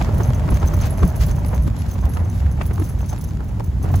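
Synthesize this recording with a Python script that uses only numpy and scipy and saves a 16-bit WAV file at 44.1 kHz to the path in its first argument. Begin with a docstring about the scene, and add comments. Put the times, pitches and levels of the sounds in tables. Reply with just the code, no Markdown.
"""Nylon tent in gusty wind, from inside.

The walls billow with a low rumble and thump as they go taut; the wind howls faintly outside.
Loose panels flutter, flap and swish over each other, and creases snap over.
As the door shakes, the metal zip pulls strike their sliders and jingle in three high modes."""
import sys
import numpy as np
from scipy import signal
from scipy.fft import rfft, irfft, next_fast_len
from scipy.io import wavfile
from scipy.ndimage import map_coordinates

SR = 44100
rng = np.random.default_rng(int(sys.argv[2]) if len(sys.argv) > 2 else 0)


def to_wav(sig):
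    """Store sig (one row per channel, or 1-D mono) as 16-bit WAV at the path in sys.argv[1].

    Samples outside -1..1 are clipped; the rate is SR.
    """
    pcm = np.clip(np.atleast_2d(sig), -1, 1) * 32767
    pcm = np.round(pcm).astype(np.int16)
    wavfile.write(sys.argv[1], SR, pcm.T)  # frames by channels


N = 176400

# Spectrum of nylon rubbing on nylon. Each row: frequency in Hz, relative level in dB.
NYLON_SPECTRUM = [(700, 8.5), (1500, 6.5), (2500, 2.5), (4500, 0), (7000, -1), (8700, -9), (11000, -4.5),
                  (15000, -10)]
# Spectrum of a zip pull scraping. Each row: frequency in Hz, relative level in dB.
SCRAPE_SPECTRUM = [(3000, -8), (6000, 1.5), (7500, -3), (8700, 8), (10000, 2), (13000, -3), (15000, -1)]
# Zip pull strikes. Each row: start in seconds, relative levels of the low, middle and top mode in dB.
STRIKES = [(.142, -47, -45, -43), (0.181, -42, -39, -34), (0.234, -34.5, -55, -40),
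           (0.257, -51, -38.5, -52), (0.273, -47, -40, -50), (.345, -36.5, -44, -41),
           (0.504, -45, -36, -48), (0.543, -36.5, -42, -37), (0.6, -40, -49, -50), (.66, -45, -41, -39),
           (.676, -31, -50, -35), (.739, -33.5, -40, -32), (.766, -56, -43, -39), (.813, -29.5, -37.5, -36),
           (0.857, -38, -41, -33), (0.905, -62, -30, -53), (.94, -45, -60, -50), (.976, -39.5, -37, -44),
           (1.008, -38, -49, -47), (1.05, -38, -42, -44), (1.076, -35.5, -37.5, -35),
           (1.163, -40, -32.5, -36), (1.214, -49, -48, -34), (1.264, -42, -38, -34),
           (1.313, -35.5, -38.5, -42), (1.36, -47, -54, -41), (1.387, -45, -47, -48),
           (1.461, -54, -34, -41), (1.483, -44, -39, -42), (1.546, -38.5, -44, -38),
           (1.623, -45, -37.5, -56), (1.787, -50, -39.5, -51), (1.81, -52, -43, -56),
           (1.885, -45, -42.5, -56), (1.913, -36.5, -50, -35), (1.934, -45, -51, -46),
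           (2.013, -44, -47, -55), (2.054, -54, -58, -39), (2.094, -54, -35.5, -50), (2.136, -40, -37, -49),
           (2.183, -58, -47, -61), (2.246, -43, -58, -55), (2.299, -40.5, -45, -47), (2.345, -54, -42, -59),
           (2.515, -44.5, -44, -49), (2.633, -50, -45, -41), (2.663, -50, -34.5, -37),
           (2.733, -47, -39.5, -44), (2.751, -52, -47, -41), (2.799, -46, -38, -50),
           (2.841, -36.5, -42, -41), (2.891, -44, -38, -43), (2.989, -46.5, -57, -43),
           (3.015, -40.5, -51, -46), (3.06, -43, -42, -48), (3.094, -30, -43, -40), (3.186, -58, -41, -58),
           (3.212, -46, -45, -36), (3.242, -41, -39.5, -50), (3.288, -42, -61, -49), (3.444, -51, -62, -44),
           (3.485, -48.5, -47.5, -58), (3.641, -45.5, -46, -38.5), (3.828, -39, -38.5, -41),
           (3.916, -53, -54, -38), (3.957, -39, -37.5, -35)]


def amp(db):
    """Decibels to gain."""
    return 10 ** (np.asarray(db) / 20)


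def unit(x):
    """x at rms 1."""
    return x / np.sqrt(np.mean(x ** 2) + 1e-20)


def along(points, hz):
    """Interpolate (Hz, value) points on a log frequency axis."""
    knots_hz, values = np.transpose(points)
    return np.interp(np.log(hz + 1), np.log(knots_hz + 1), values)


def curve(rows):
    """Interpolate (seconds, value) points at every sample."""
    return np.interp(np.arange(N) / SR, *np.transpose(rows))


def wobble(rate_hz, size=N):
    """Smooth random curve, rate_hz knots a second."""
    knots = rng.standard_normal(int(size * rate_hz / SR) + 4)
    return map_coordinates(knots, [np.arange(size) * rate_hz / SR], mode="wrap")


def filtered(x, response):
    """Apply a frequency response, given as a function of Hz."""
    size = x.shape[-1]
    padded = next_fast_len(size + SR // 10)
    return irfft(rfft(x, padded) * response(np.fft.rfftfreq(padded, 1 / SR)), padded)[..., :size]


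def add(track, start_s, sound):
    """Mix a sound into the track, cut to fit."""
    start = round(start_s * SR)
    sound = sound[..., max(-start, 0):]
    part = track[..., max(start, 0):][..., :sound.shape[-1]]
    part += sound[..., :part.shape[-1]]


def spread(pair, colour_db):
    """Two independent noises to partly correlated stereo at rms 1; colour_db is a function of Hz."""
    # Each row: frequency in Hz, left-right correlation.
    correlation = [(125, 0.96), (250, 0.62), (500, 0.49), (1000, 0.41), (2000, 0.24), (4000, 0.52),
                   (5500, 0.085), (6800, 0.83), (14000, 1)]

    def response(hz):
        angle = np.arccos(np.clip(along(correlation, hz), -1, 1)) / 2
        return amp(colour_db(hz)) * [np.cos(angle), np.sin(angle)]

    mid, side = filtered(pair, response)
    return unit(np.array([mid + side, mid - side]))


def rush(spectrum):
    """Steady stereo noise with the given spectrum."""
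    return spread(rng.standard_normal((2, N)), lambda hz: along(spectrum, hz))


def clicks(rate_hz, scatter_db, channels):
    """Random impulses of uneven size, simultaneous in all channels."""
    size = amp(scatter_db * np.minimum(rng.standard_normal((channels, N)), 1.5))
    return (rng.random(N) < rate_hz / SR) * size * np.sign(rng.standard_normal((channels, N)))


def crackle(spectrum, rate_hz, scatter_db, t60_s):
    """Tiny decaying noise bursts at random times."""
    t = np.arange(SR // 20) / SR
    impulses = clicks(rate_hz, scatter_db, channels=1)[0]
    power = signal.fftconvolve(impulses ** 2, amp(-60 * t / t60_s) ** 2)[:N]
    return spread(np.sqrt(abs(power)) * rng.standard_normal((2, N)), lambda hz: along(spectrum, hz))


def swell(t, rise_s, t60_s):
    """Soft attack, exponential decay, peak 1."""
    shape = (1 - np.exp(-(t / rise_s) ** 2)) * amp(-60 * t / t60_s)
    return shape / shape.max()


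def cusp(t, rise_s, fall_s):
    """Exponential rise to 1 at t = 0, then exponential fall."""
    return np.exp(np.minimum(t / rise_s, -t / fall_s))


def wind_howl(centre_hz=610, width_hz=35, waver=0.032):
    """Faint hollow howl outside: narrow-band noise of wavering pitch."""
    # Each row: time in seconds, level in dB.
    levels = [(0, -41.5), (.4, -42.5), (.9, -41), (1.4, -44.5), (1.9, -57), (2.4, -59.5), (4, -63)]
    phase = 2 * np.pi * np.cumsum(centre_hz * (1 + waver * wobble(5))) / SR
    band = wobble(2 * width_hz) * np.sin(phase) + wobble(2 * width_hz) * np.cos(phase)
    return amp(curve(levels)) * unit(band)


def walls(rumble_db=-2, thump_db=-4, t60_s=0.14, sag=0.043):
    """Billowing walls rumble; one that fills and goes taut thumps, sinking in pitch."""
    # Each row: time in seconds, relative level in dB.
    billow = [(0.0, -15.5), (0.43, -15.5), (0.52, -9), (0.61, -19.5), (0.66, -13), (0.69, -14.5),
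              (1.01, -17.5), (1.04, -4), (1.09, -20.5), (1.17, -17.5), (1.2, -14.5), (1.96, -19),
              (1.99, -17.5), (3.75, -19.5), (3.98, -11), (4.0, -24)]
    # Each row: frequency in Hz, relative level in dB.
    rumble_spectrum = [(12, -38), (25, -25), (40, -9.5), (58, 0.5), (72, -1.5), (90, -3), (115, -6),
                       (160, -10.5), (200, -16.5), (260, -22), (400, -30.5), (880, -64.5)]
    # Each row: start in seconds, relative peak in dB, nominal pitch in Hz.
    thumps = [(0.129, -5, 71.6), (0.276, -7, 127), (0.446, -11, 58.4), (0.511, -3, 57), (.632, -0.5, 62.7),
              (0.74, -2.5, 87), (1.025, -13, 74.5), (1.029, -11.5, 171), (1.2, -4.5, 67),
              (1.315, -3.5, 61.6), (1.591, -6, 58.3), (2.038, -5, 62), (2.187, -6, 82.6),
              (2.401, -11, 58.5), (2.446, -4.5, 71), (2.787, -9.5, 88), (3.917, -10, 67.5), (3.945, -3, 91)]
    out = amp(curve(billow) + rumble_db) * rush(rumble_spectrum)
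    t = np.arange(SR // 4) / SR
    envelope = swell(t, rise_s=0.01, t60_s=t60_s)
    for start_s, db, hz in thumps:
        phase = 2 * np.pi * hz * t * (1 + sag * (1 - t / t60_s))
        add(out, start_s, amp(db + thump_db) * envelope * np.sin(phase))
    return out


def flutter(rush_db=-1.5, crease_db=-3.0, tremble_db=1.9):
    """Wind ripples the fabric: a trembling rush with dull crease pops."""
    # Each row: time in seconds, relative level in dB.
    wind = [(0.0, -33), (0.43, -33.5), (0.65, -32.5), (1.77, -38.5), (2.21, -36), (2.99, -41), (3.52, -41),
            (3.8, -42.5), (3.87, -35.5), (4.0, -37)]
    # Each row: frequency in Hz, relative level in dB.
    spectrum = [(100, -0.5), (200, 5.5), (330, -6), (510, -3), (600, -2), (900, -5), (1300, -12),
                (2000, -17), (3200, -29), (8000, -72)]
    level = amp(curve(wind) + tremble_db * wobble(30.16))
    ripple = amp(rush_db) * rush(spectrum)
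    creases = amp(crease_db) * crackle(spectrum, rate_hz=190, scatter_db=3.5, t60_s=0.01)
    return level * (ripple + creases)


def nylon_slide(crease_db=-5, tremble_db=1.1):
    """Nylon sliding on nylon hisses; its creases crackle."""
    # Each row: time in seconds, relative level in dB.
    sliding = [(0, -39), (.1, -46), (.4, -48.5), (.6, -43.5), (.95, -47), (1.3, -49.5), (1.5, -50),
               (1.7, -53.5), (1.8, -44.5), (2.05, -52), (2.5, -52), (2.85, -52), (3.05, -50.5),
               (3.2, -49.5), (3.36, -54.5), (3.76, -53), (3.87, -53), (4, -44.5)]
    level = amp(curve(sliding) + tremble_db * wobble(50))
    hiss = rush(NYLON_SPECTRUM)
    creases = amp(crease_db) * crackle(NYLON_SPECTRUM, rate_hz=92, scatter_db=10.5, t60_s=0.013)
    return level * (hiss + creases)


def swishes(gain_db=-1, pivot_hz=2000, grain_db=2, grain_hz=700):
    """One panel drags over another: a grainy stroke, brighter or duller."""
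    # Each row: centre in seconds, relative level in dB, half length in seconds, treble tilt in dB/octave.
    strokes = [(0.844, -31, .033, -4), (1.225, -30.5, 0.022, 0.5), (1.302, -38.5, 0.019, -0.5),
               (2.379, -46.5, 0.045, 3.5), (2.855, -43, 0.031, 10), (3.886, -40, 0.025, -9)]
    out, t = np.zeros((2, N)), np.arange(-SR // 5, SR // 5) / SR
    for centre_s, db, half_s, tilt in strokes:
        noise = rng.standard_normal((2, len(t)))
        rub = spread(noise, lambda hz: along(NYLON_SPECTRUM, hz) + tilt * np.log2(1 + hz / pivot_hz))
        grain = unit(amp(grain_db * wobble(grain_hz, size=len(t))))
        envelope = amp(db + gain_db) / (1 + (t / half_s) ** 4)
        add(out, centre_s + t[0], envelope * grain * rub)
    return out


def snaps(gain_db=-1):
    """Taut creases snap over with sharp dry ticks."""
    # Each row: start in seconds, relative peak in dB.
    ticks = [(0.0458, -28.5), (0.303, -31.5), (0.3333, -29), (0.395, -31), (0.571, -26), (0.619, -37),
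             (1.0305, -34), (1.211, -36), (1.447, -30.5), (1.5781, -32), (2.0537, -30.5), (2.1365, -34.5),
             (2.17, -31.5), (2.2007, -38), (2.4023, -35.5), (2.6185, -29), (3.1616, -35), (3.371, -38),
             (3.5964, -34)]
    # Each row: frequency in Hz, relative level in dB.
    spectrum = [(400, -20), (1000, 11), (4000, -4), (7000, -6), (15000, -16.5)]
    level, t = np.zeros(N), np.arange(SR // 20) / SR
    for start_s, db in ticks:
        add(level, start_s, amp(db + gain_db) * swell(t, rise_s=0.0008, t60_s=0.015))
    return level * rush(spectrum)


def flaps(crack_hz=2100, rustle_db=-23, rustle_s=0.03, crinkle_db=2.8, crinkle_hz=550):
    """A loose panel flaps: a puff in three noise bands (body, slap, crack), set in a weaker rustle."""
    # Each row: peak time in seconds, relative body, slap and crack levels in dB, body and slap in Hz.
    events = [(.014, -24.5, -22, -23.5, 267, 815), (0.092, -28, -30, -46, 380, 736),
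              (0.206, -21.5, -26.5, -45, 360, 960), (.49, -28, -27, -34.5, 338, 984),
              (.522, -24.5, -27.5, -34, 340, 790), (0.629, -28, -25, -41, 358, 886),
              (.647, -53, -36, -46, 353, 1190), (0.737, -27, -31, -46, 302, 965),
              (1.032, -19, -23, -28, 344, 993), (1.535, -34.5, -34, -40, 390, 870),
              (1.678, -19.5, -37, -59, 213, 930), (1.957, -36, -36.5, -43, 262, 760),
              (2.04, -31.5, -32, -55, 245, 993), (2.171, -38, -28, -38, 350, 900),
              (2.463, -55, -38.5, -45, 300, 1410), (2.6131, -34, -24.5, -22.5, 266, 807),
              (2.71, -30, -36, -34, 345, 1086), (2.78, -34, -32, -60, 294, 904),
              (2.802, -25.5, -34, -54, 276, 910), (2.822, -20.5, -35, -36, 267, 860),
              (3.130, -37, -27, -61, 300, 720), (3.406, -37.5, -35.5, -48, 303, 900),
              (3.605, -30, -28.5, -48, 364, 778), (3.844, -30, -33, -51, 310, 816),
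              (3.861, -38, -31.5, -45, 330, 714), (3.943, -36, -24.5, -57, 240, 980)]
    # Body, slap, crack. Each row: half width in octaves, rise and fall in seconds, gain in dB.
    bands = [(.35, 0.007, 0.007, 0.5), (0.42, 0.003, 0.005, 1.5), (.33, 0.0007, 0.0042, -4)]
    out, t = np.zeros((2, N)), np.arange(-SR // 10, SR // 10) / SR
    rustle = amp(rustle_db) * np.exp(-abs(t) / rustle_s)
    for peak_s, *levels_db, body_hz, slap_hz in events:
        centres_hz = (body_hz, slap_hz, crack_hz)
        for db, centre_hz, (octaves, rise_s, fall_s, gain_db) in zip(levels_db, centres_hz, bands):
            envelope = cusp(t, rise_s, fall_s) + rustle
            crinkle = amp(crinkle_db * wobble(crinkle_hz * centre_hz / crack_hz, size=len(t)))
            noise = rng.standard_normal((2, len(t)))
            band = spread(noise, lambda hz:
                          -10 * np.log10(1 + (np.log2((hz + 1) / centre_hz) / octaves) ** 4))
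            puff = unit(envelope * crinkle * band) * np.sqrt(np.mean(envelope ** 2))
            add(out, peak_s + t[0], amp(db + gain_db) * puff)
    return out


def pull_modes(pitch_ratio):
    """Ringing of a zip pull after one contact, one row per mode."""
    # Low, middle and top mode: nominal frequency in Hz.
    modes_hz = [6228, 11190, 14980]
    # The same modes: time to fall 60 dB in seconds.
    t60_s = [0.015, 0.019, 0.0084]
    t = np.arange(SR // 20) / SR
    decay = amp(-60 * t / np.array(t60_s)[:, None])
    return decay * np.sin(2 * np.pi * pitch_ratio * np.outer(modes_hz, t))


def zip_rattle(ring_db=-12, scrape_db=-13, clump_db=3):
    """Around each strike, clumps of light contacts scrape the pulls and ring every mode."""
    power, t = np.zeros((3, N)), np.arange(-SR // 5, SR // 5) / SR
    envelope = cusp(t, rise_s=0.006, fall_s=0.03)
    for strike_s, *modes_db in STRIKES:
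        add(power, strike_s + t[0], np.outer(amp(modes_db), envelope) ** 2)
    shake = np.sqrt(power) * unit(amp(clump_db * np.minimum(wobble(90), 1.5)))
    contacts = shake * unit(clicks(rate_hz=450, scatter_db=4, channels=3))
    ringing = sum(signal.fftconvolve(hits, mode / np.linalg.norm(mode))[:N]
                  for hits, mode in zip(contacts, pull_modes(1)))
    grit = crackle(SCRAPE_SPECTRUM, rate_hz=300, scatter_db=4, t60_s=0.0046)
    scraping = np.linalg.norm(shake, axis=0) * grit
    return amp(ring_db) * ringing + amp(scrape_db) * scraping


def zip_strikes(gain_db=2.5, detune=0.003, bounce_s=0.0024, loss_db=3.5, tick_db=-1.5, tick_t60_s=0.013):
    """A pull hits its slider and chatters to rest; the pitch varies slightly from strike to strike."""
    ringing, ticks, t = np.zeros(N), np.zeros(N), np.arange(SR // 20) / SR
    for contact_s, *modes_db in STRIKES:
        modes = pull_modes(1 + detune * rng.standard_normal())
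        for bounce in range(10):
            gains = amp(np.array(modes_db) + gain_db - loss_db * bounce + rng.normal(0, 1.1))
            gains *= min((bounce + 1) / 1.3, 1)  # softens the first contact
            add(ringing, contact_s, gains @ modes)
            add(ticks, contact_s, gains[-1] * amp(tick_db - loss_db * bounce - 60 * t / tick_t60_s))
            contact_s += bounce_s * rng.uniform(0.45, 1.9)
    return ringing + ticks * rush(SCRAPE_SPECTRUM)


def scene():
    """Wind, fabric and zip pulls, in stereo."""
    background = walls() + flutter() + wind_howl()
    panels = flaps() + snaps() + nylon_slide() + swishes()
    return background + panels + zip_strikes() + zip_rattle()


def record(dry, ceiling=0.85, lag_s=0.000235, lag_from_hz=6900, top_hz=15850):
    """Microphone pair: slight imbalance, left lag in the high treble, band limit; the loudest peaks are softly
    rounded."""
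    # Each row: frequency in Hz, left minus right in dB.
    balance = [(60, -1), (380, 0), (900, -2.5), (2000, 0), (3500, 2.5), (5500, 3), (7000, 0.7),
               (15000, -0.5)]
    sides = np.array([[0.5], [-0.5]])

    def response(hz):
        lag = np.exp(-2j * np.pi * lag_s * np.maximum(hz - lag_from_hz, 0) * sides)
        return amp(along(balance, hz) * sides) * lag * (hz < top_hz)

    rounded = dry / (1 + (dry / ceiling) ** 6) ** (1 / 6)
    return filtered(rounded, response)


dry = scene()
out = record(dry)
to_wav(out)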